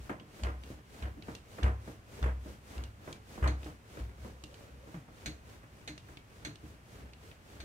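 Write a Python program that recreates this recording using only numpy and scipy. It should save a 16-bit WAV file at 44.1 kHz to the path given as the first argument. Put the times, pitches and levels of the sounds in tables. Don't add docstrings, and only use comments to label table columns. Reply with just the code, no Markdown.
import sys
import numpy as np
from scipy import signal
from scipy.fft import rfft, irfft
from scipy.io import wavfile

SR = 44100
rng = np.random.default_rng(int(sys.argv[2]) if len(sys.argv) > 2 else 0)


def master_out(mix):
    frames = np.transpose(np.atleast_2d(mix))
    ceiling = np.clip(frames, -1, 1)
    pcm = np.round(ceiling * 32767).astype(np.int16)
    wavfile.write(sys.argv[1], SR, pcm)


N = 336924
T = np.arange(16384) / SR

# t/s, level/dB, f/Hz, t60/s
LANDINGS = [(-.04, -38, 61.6, 0.42), (.406, -26.5, 64, 0.54), (1.006, -29.5, 66.5, 0.38),
            (1.611, -17, 66, .37), (2.201, -22, 63.6, 0.61), (2.752, -31.5, 63.8, 0.35),
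            (3.404, -19.5, 66.3, 0.52), (3.985, -31.5, 60.6, 0.36), (4.181, -41.5, 65, 0.99),
            (4.704, -45.5, 64.6, 0.52), (5.25, -38.5, 67.6, 0.29), (5.877, -47, 67.6, 0.44),
            (6.445, -50, 67.4, .3), (6.622, -45, 72.3, 0.29), (7.011, -43, 64, .24), (7.57, -43, 64, .5)]
# t/s of the fastest descent, effort/dB, delay/s to the fastest rise
BOUNCE_MOTION = [(-.27, -5.5, 0.32), (.395, -2.5, 0.3), (0.976, -2.5, 0.33), (1.56, -2.5, 0.33),
                 (2.166, -1.5, 0.33), (2.733, -1, .36), (3.346, -1, 0.32), (3.958, -3, 0.3),
                 (4.61, -9, 0.33), (5.22, -5.5, 0.3), (5.8, -10, .31), (6.38, -8.5, 0.31),
                 (6.949, -5.5, .325), (7.53, -5.5, .33)]
# t/s of the loudest clack, level/dB
SLAT_RATTLES = [(.468, -34), (1.054, -41), (1.661, -30), (2.26, -32), (2.786, -45), (3.459, -28)]
# t/s from the loudest clack, level/dB, tilt/(dB/octave)
CLACK_ORDER = [(-.033, -5, 1), (-.02, -3, 1), (0, -1, -1), (.019, -6, -0.5)]
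# t/s, level/dB, tilt/(dB/octave), frame thud/dB
SLAT_KNOCKS = [(.095, -30.5, -1, -38.5), (0.212, -46, -13, -62), (.701, -41, -9, -45),
               (1.171, -43.5, -12, -48.5), (1.283, -35.5, -3.5, -44.5), (1.583, -37, -1.5, -51),
               (1.876, -39.5, -5.5, -47), (2.189, -41, -7, -50), (2.46, -38.5, -10, -52),
               (3.075, -37.5, -3, -43), (3.376, -38, -5, -57), (3.661, -41.5, -1.5, -41.5),
               (3.972, -39, -4, -48.5), (4.247, -39.5, -6.5, -54), (4.434, -57.5, -9, -50),
               (4.871, -47, -6, -60), (4.942, -44.5, 2, -59), (5.081, -47.5, -4, -65), (5.631, -52, 3, -54),
               (6.085, -49.5, 2, -56), (6.632, -46, -14, -49)]
# t/s, level/dB, tilt/(dB/octave)
JOINT_CRACKS = [(3.475, -35, 1), (5.2592, -32, 2), (5.876, -35.5, 1), (6.4488, -33.5, 1),
                (7.6024, -41.5, 0.5)]
# t/s, level/dB, tilt/(dB/octave), f/Hz of its ring
HOLDER_TICKS = [(.198, -43, -10, 3320), (.4353, -33.5, -2.5, 2970), (.6355, -43.5, -5, 2760),
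                (1.0247, -38.5, -13, 3020), (1.2237, -42, -7, 2750), (1.3506, -38, .5, 2720),
                (1.6317, -32, -6, 2890), (2.2274, -37, -5.5, 3430), (2.7795, -44, -1, 2780),
                (2.8375, -40.5, 0.5, 2820), (3.127, -36.5, 2, 2340), (3.6312, -43, -5, 2460),
                (3.6436, -43.5, 2, 2840), (4.4379, -36.5, 1.5, 2770), (4.5418, -45, -1, 2360),
                (5.9783, -40.5, -0.5, 2840), (6.1713, -40, -9, 2280), (6.556, -45, -1, 2850),
                (7.1337, -45.5, -5, 2840), (7.314, -44, -20, 2270)]
# t/s, level/dB, f/Hz
GROAN_CURVE = [(4.94, -62, 204), (4.945, -36.5, 186), (4.962, -43, 168.5), (4.98, -37.5, 145),
               (4.991, -48, 135.4), (5.005, -49, 127), (5.03, -53, 128), (5.07, -72, 125)]
# t/s, level/dB
DRAG_CURVE = [(4.1, -81), (4.25, -69), (4.45, -63.5), (4.6, -59), (4.75, -68.5), (4.88, -60.5), (5.05, -77),
              (5.3, -85.5)]

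# f/Hz, level/dB, t60/s
BED_RESONANCES = [(49, -9, 0.28), (83.3, -13, 0.55), (100.4, 4, 0.5), (130.2, -2.5, 0.374),
                  (180.4, -5, 0.21), (224, -2, 0.19)]
SLAT_RESONANCES = [(210.8, -1, 0.3), (307, -0.5, 0.38), (341, 3.5, 0.23), (466.5, 2, 0.22), (633, 2, 0.22),
                   (742, -4.5, 0.47), (962, -1, 0.26), (1034, -3, 0.48), (1217, 2, 0.25), (1480, -11, 0.22),
                   (1600, 10, .14), (1800, 4, 0.048), (1890, -8, 0.083)]
FRAME_RESONANCES = [(108.4, -5.5, 0.44), (124, 5.5, 0.1), (150.4, -2, 0.31), (239, -9, 0.22),
                    (302.3, 8, 0.21), (429.4, -13.5, 0.82)]
JOINT_RESONANCES = [(1690, -4, .1), (2062, -3, .19), (2286, -4, .15), (2480, -5, .1), (2950, -6, .09),
                    (3356, -3, .14), (3710, -3, .13), (4246, 1, .19), (6200, -8, .12), (6480, -7, .14),
                    (6900, -8, .12), (8200, -13, .12)]
HOLDER_RESONANCES = [(2780, -4, .03), (3000, -18, .025), (3720, -21, 0.013), (4400, -19, .03),
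                     (5670, -19, .02), (6170, 3, 0.033)]
# f/Hz, level/dB
SLAT_COLOUR = [(60, -26), (130, -2), (300, -3.5), (550, 1.5), (800, -3.5), (1300, -2.5), (2000, -6.5),
               (2600, -14.5), (3300, -21), (4200, -35), (8000, -31), (16000, -47)]
FRAME_COLOUR = [(40, -13), (90, 0), (160, 8.5), (320, 4), (500, -5), (1000, -13), (4000, -28.5)]
JOINT_COLOUR = [(50, 2), (130, 8.5), (400, -2.5), (650, 3.5), (1000, -10.5), (1600, 2.5), (2400, 1),
                (3200, -6), (4200, 1.5), (5100, -16), (6500, -5.5), (7500, -14.5), (9000, -20),
                (11000, -24), (16000, -37)]
HOLDER_COLOUR = [(100, 10), (1500, -9.5), (2300, -2), (2900, 2), (4200, 1), (5300, -4.5), (7000, -7),
                 (10000, -13), (16000, -42)]
# f/Hz, level/dB
SWISH_COLOUR = [(150, -0.5), (400, 12), (1000, 3), (2500, -0.5), (4000, -1.5), (5200, -3.5), (6800, -3.5),
                (10000, -8.5), (13000, -11), (15500, -12.5)]
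RUB_COLOUR = [(80, -26), (200, 1), (320, 1), (550, -3), (900, -10), (1600, -8.5), (2800, -16.5),
              (5000, -27), (15000, -48)]
RAIL_DRAG_COLOUR = [(150, -28), (380, -5), (490, 2.5), (560, 8.5), (680, -19), (950, -8), (2000, -21),
                    (8000, -47)]
SWAY_COLOUR = [(20, -13), (40, -8.5), (63, 6), (80, 0.5), (105, 3.5), (150, -7), (250, -8.5), (600, -55),
               (3000, -40)]
ROOM_TONE_COLOUR = [(25, -4.5), (69, 0), (113, -0.5), (173, -5), (305, -15.5), (1240, -15), (2700, -20.5),
                    (3930, -27), (7500, -30.5), (15500, -40)]
# f/Hz, t60/s
ROOM_DECAY = [(100, 0.35), (400, 0.26), (1200, 0.29), (3000, 0.25), (7000, 0.3), (14000, 0.17)]
# f/Hz, coherence
MIC_COHERENCE = [(60, 1), (130, 0.91), (300, 0.73), (600, 0.42), (1200, 0.38), (2200, 0.35), (4000, 0.14),
                 (9000, 0.057), (15000, 0.066)]


def landing_booms(swell_s=0.025, resonance_db=-26):
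    out, t = np.zeros((2, N)), np.arange(SR) / SR
    push = 1 - np.exp(-(t / swell_s) ** 3)
    for s, db, hz, t60 in LANDINGS:
        add(out, s, gain_of(db - 60 * (t - swell_s) / t60) * push * mic_sine(hz, t, 0))
        add(out, s, gain_of(db + resonance_db) * unit_rms(push[:len(T)] * ring(BED_RESONANCES)))
    return out


def slat_clacks():
    rattles = [(s + after_s, db + step_db, tilt)
               for s, db in SLAT_RATTLES for after_s, step_db, tilt in CLACK_ORDER]
    return blows(rattles + list(SLAT_KNOCKS), SLAT_COLOUR, SLAT_RESONANCES, tilt_hz=264,
                 rise_s=0.00046, snap_s=0.0033, ring_db=-3, room_db=-2.5, chatter_db=2, level_db=-18)


def frame_thuds(jolt_s=0.015, jolt_db=-6.5):
    thuds = [(s, thud_db, 0) for s, _, _, thud_db in SLAT_KNOCKS]
    jolts = [(s + jolt_s, db + jolt_db, 0) for s, db, _ in JOINT_CRACKS]
    return blows(thuds + jolts, FRAME_COLOUR, FRAME_RESONANCES, tilt_hz=121,
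                 rise_s=0.0049, snap_s=0.0044, ring_db=3, room_db=-3.5, chatter_db=1, level_db=-14)


def joint_cracks():
    snap = blows(JOINT_CRACKS, JOINT_COLOUR, JOINT_RESONANCES, tilt_hz=1000, rise_s=0.00029,
                 snap_s=0.0018, ring_db=-4, room_db=-25, chatter_db=-1.5, level_db=-23.5)
    chatter = blows(JOINT_CRACKS, JOINT_COLOUR, JOINT_RESONANCES, tilt_hz=1000, rise_s=0.0019,
                    snap_s=0.0083, ring_db=-4, room_db=-4.5, chatter_db=0.5, level_db=-20.5)
    return snap + chatter


def holder_ticks(faint_count=12, faint_db=-54, spread_db=5):
    motion = strokes(down_db=0, up_db=0, rest_db=-20, lag_s=0, spread=1)
    when, strength = rng.random((faint_count, 2)).T
    times = np.searchsorted(np.cumsum(motion) / motion.sum(), when) / SR
    levels = faint_db + spread_db * (2 * strength - 1)
    faint = [(s, db, -4) for s, db in zip(times, levels)]
    return blows(HOLDER_TICKS + faint, HOLDER_COLOUR, HOLDER_RESONANCES, tilt_hz=2720,
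                 rise_s=0.00028, snap_s=0.0026, ring_db=-12, room_db=-18, chatter_db=2, level_db=-24.5)


def holder_rings(level_db=-18, t60=0.18):
    out = np.zeros((2, N))
    for s, db, _, hz in HOLDER_TICKS:
        add(out, s, gain_of(db + level_db) * ring([(hz, 0, t60)] * 2, scatter_db=1, detune=0.025))
    return out


def frame_groan(overtone_db=-12, rough_db=1.5):
    s, db, hz = np.transpose(GROAN_CURVE)
    t, out = np.arange(s[0], s[-1], 1 / SR), np.zeros((2, N))
    pitch = np.interp(t, s, hz) * clumps(len(t), grain_db=1, grain_hz=100)
    phase = 2 * np.pi * np.cumsum(pitch) / SR
    tone = np.sin(phase) + gain_of(overtone_db) * np.sin(2 * phase)
    rough = unit_rms(tone * clumps(len(t), rough_db, grain_hz=120))
    add(out, s[0], gain_of(np.interp(t, s, db)) * np.array([rough, rough]) / np.sqrt(2))
    heavy_frame = signal.butter(2, 700, fs=SR, output="sos")
    return signal.sosfilt(heavy_frame, out)


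def bedding(drag_swish_db=-4):
    drag = gain_of(np.interp(np.arange(N) / SR, *np.transpose(DRAG_CURVE)))
    swish = strokes(down_db=-53.5, up_db=-56, rest_db=-77, lag_s=0, spread=0.99)
    rub = strokes(down_db=-51.5, up_db=-57, rest_db=-67.5, lag_s=0.053, spread=1.18)
    sway = strokes(down_db=-49, up_db=-53, rest_db=-61.5, lag_s=0.074, spread=1.37)
    return (friction(SWISH_COLOUR, np.hypot(swish, gain_of(drag_swish_db) * drag), grain_db=1, grain_hz=150)
            + friction(RUB_COLOUR, rub, grain_db=2.5, grain_hz=40)
            + friction(RAIL_DRAG_COLOUR, drag, grain_db=-2, grain_hz=30)
            + sway * mic_noise(SWAY_COLOUR, N))


def room_tone(level_db=-59.5):
    return gain_of(level_db) * mic_noise(ROOM_TONE_COLOUR, N)


def blows(rows, colour, modes, tilt_hz, rise_s, snap_s, ring_db, room_db, chatter_db, level_db):
    out, hz = np.zeros((2, N)), np.fft.rfftfreq(len(T), 1 / SR)
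    octaves = np.log2(np.clip(hz, tilt_hz, 10000) / tilt_hz)
    attack = 1 - np.exp(-T / rise_s)
    fade = np.minimum(10 * (1 - T / T[-1]), 1)
    for s, db, tilt, *_ in rows:
        noise = mic_noise(colour, len(T))
        tail = room_tail(noise) * clumps(len(T), chatter_db, grain_hz=203)
        blow = noise * np.exp(-T / snap_s) + gain_of(ring_db) * ring(modes) + gain_of(room_db) * tail
        tilted = irfft(rfft(blow) * gain_of(tilt * octaves), len(T))
        add(out, s, gain_of(db + level_db) * unit_rms(tilted * attack * fade))
    return out


def ring(modes, scatter_db=2, detune=0.0087):
    pairs = list(modes) * 2
    chance = rng.standard_normal((len(pairs), 3))
    out = np.zeros((2, len(T)))
    for (hz, db, t60), (louder, sharper, phase) in zip(pairs, chance):
        decay = gain_of(db + scatter_db * louder - 60 * T / t60)
        out += decay * mic_sine(hz * (1 + detune * sharper), T, np.pi * phase)
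    return out / np.sqrt(len(pairs))


def strokes(down_db, up_db, rest_db, lag_s, spread):
    t = np.arange(0, N, 64) / SR
    power = gain_of(rest_db) ** 2
    up_width_s = spread * 0.077
    for s, effort_db, rise_after_s in BOUNCE_MOTION:
        down_width_s = spread * (0.082 - 0.0028 * effort_db)
        down = gain_of(down_db + effort_db) * np.exp(-((t - s - lag_s) / down_width_s) ** 2)
        up = gain_of(up_db + 0.56 * effort_db) * np.exp(-((t - s - rise_after_s) / up_width_s) ** 2)
        power = power + down ** 2 + up ** 2
    return np.interp(np.arange(N) / SR, t, np.sqrt(power))


def friction(colour, level, grain_db, grain_hz):
    return level * unit_rms(mic_noise(colour, N) * clumps(N, grain_db, grain_hz))


def clumps(size, grain_db, grain_hz):
    pole = np.exp(-2 * np.pi * grain_hz / SR)
    wander = signal.lfilter([1], [1, -pole], rng.standard_normal(size))
    return gain_of(grain_db * unit_rms(wander))


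def room_tail(noise):
    hz, t, spectra = signal.stft(noise, SR, nperseg=256)
    decay = gain_of(-60 * t / curve_at(ROOM_DECAY, hz)[:, None])
    return signal.istft(spectra * decay, SR, nperseg=256)[1][:, :len(T)]


def mic_noise(colour, size):
    hz = np.fft.rfftfreq(size, 1 / SR)
    right, diffuse = np.exp(2j * np.pi * rng.random((2, len(hz))))
    coherence = np.clip(curve_at(MIC_COHERENCE, hz), 0, 1)
    delayed = right * np.exp(-2j * np.pi * hz * left_lag(hz))
    left = coherence * delayed + np.sqrt(1 - coherence ** 2) * diffuse
    return unit_rms(irfft(np.array([left, right]) * gain_of(curve_at(colour, hz)), size))


def mic_sine(hz, t, phase):
    return np.sin(2 * np.pi * hz * np.array([t - left_lag(hz), t]) + phase)


def left_lag(hz, treble_lag_s=0.000346, direct_hz=750):
    return treble_lag_s / (1 + (direct_hz / (hz + 1)) ** 6)


def pan(right_db):
    return gain_of([[-right_db], [right_db]])


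def gain_of(db):
    return 10 ** (np.asarray(db) / 20)


def unit_rms(x):
    return x / np.sqrt(np.mean(x ** 2) + 1e-20)


def curve_at(points, hz):
    f, value = np.transpose(points)
    return np.interp(np.log(hz + 1), np.log(f + 1), value)


def add(mix, s, sound):
    start = round(s * SR)
    sound = sound[:, max(-start, 0):]
    part = mix[:, max(start, 0):][:, :sound.shape[1]]
    part += sound[:, :part.shape[1]]


def scene():
    slats = slat_clacks()
    holders = holder_ticks()
    frame = frame_thuds()
    wood = (slats + holders + holder_rings()) * pan(0.6) + joint_cracks() * pan(0.8)
    bass = (landing_booms() + frame + frame_groan()) * pan(-0.3)
    return wood + bass + bedding() + room_tone()


def record(dry, low_cut_hz=32, top_hz=15800):
    low_cut = signal.butter(3, low_cut_hz, "highpass", fs=SR, output="sos")
    band_limit = signal.firwin(511, top_hz, window=("kaiser", 9), fs=SR)
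    return signal.oaconvolve(signal.sosfilt(low_cut, dry), band_limit[None], "same")


dry = scene()
out = record(dry)
master_out(out)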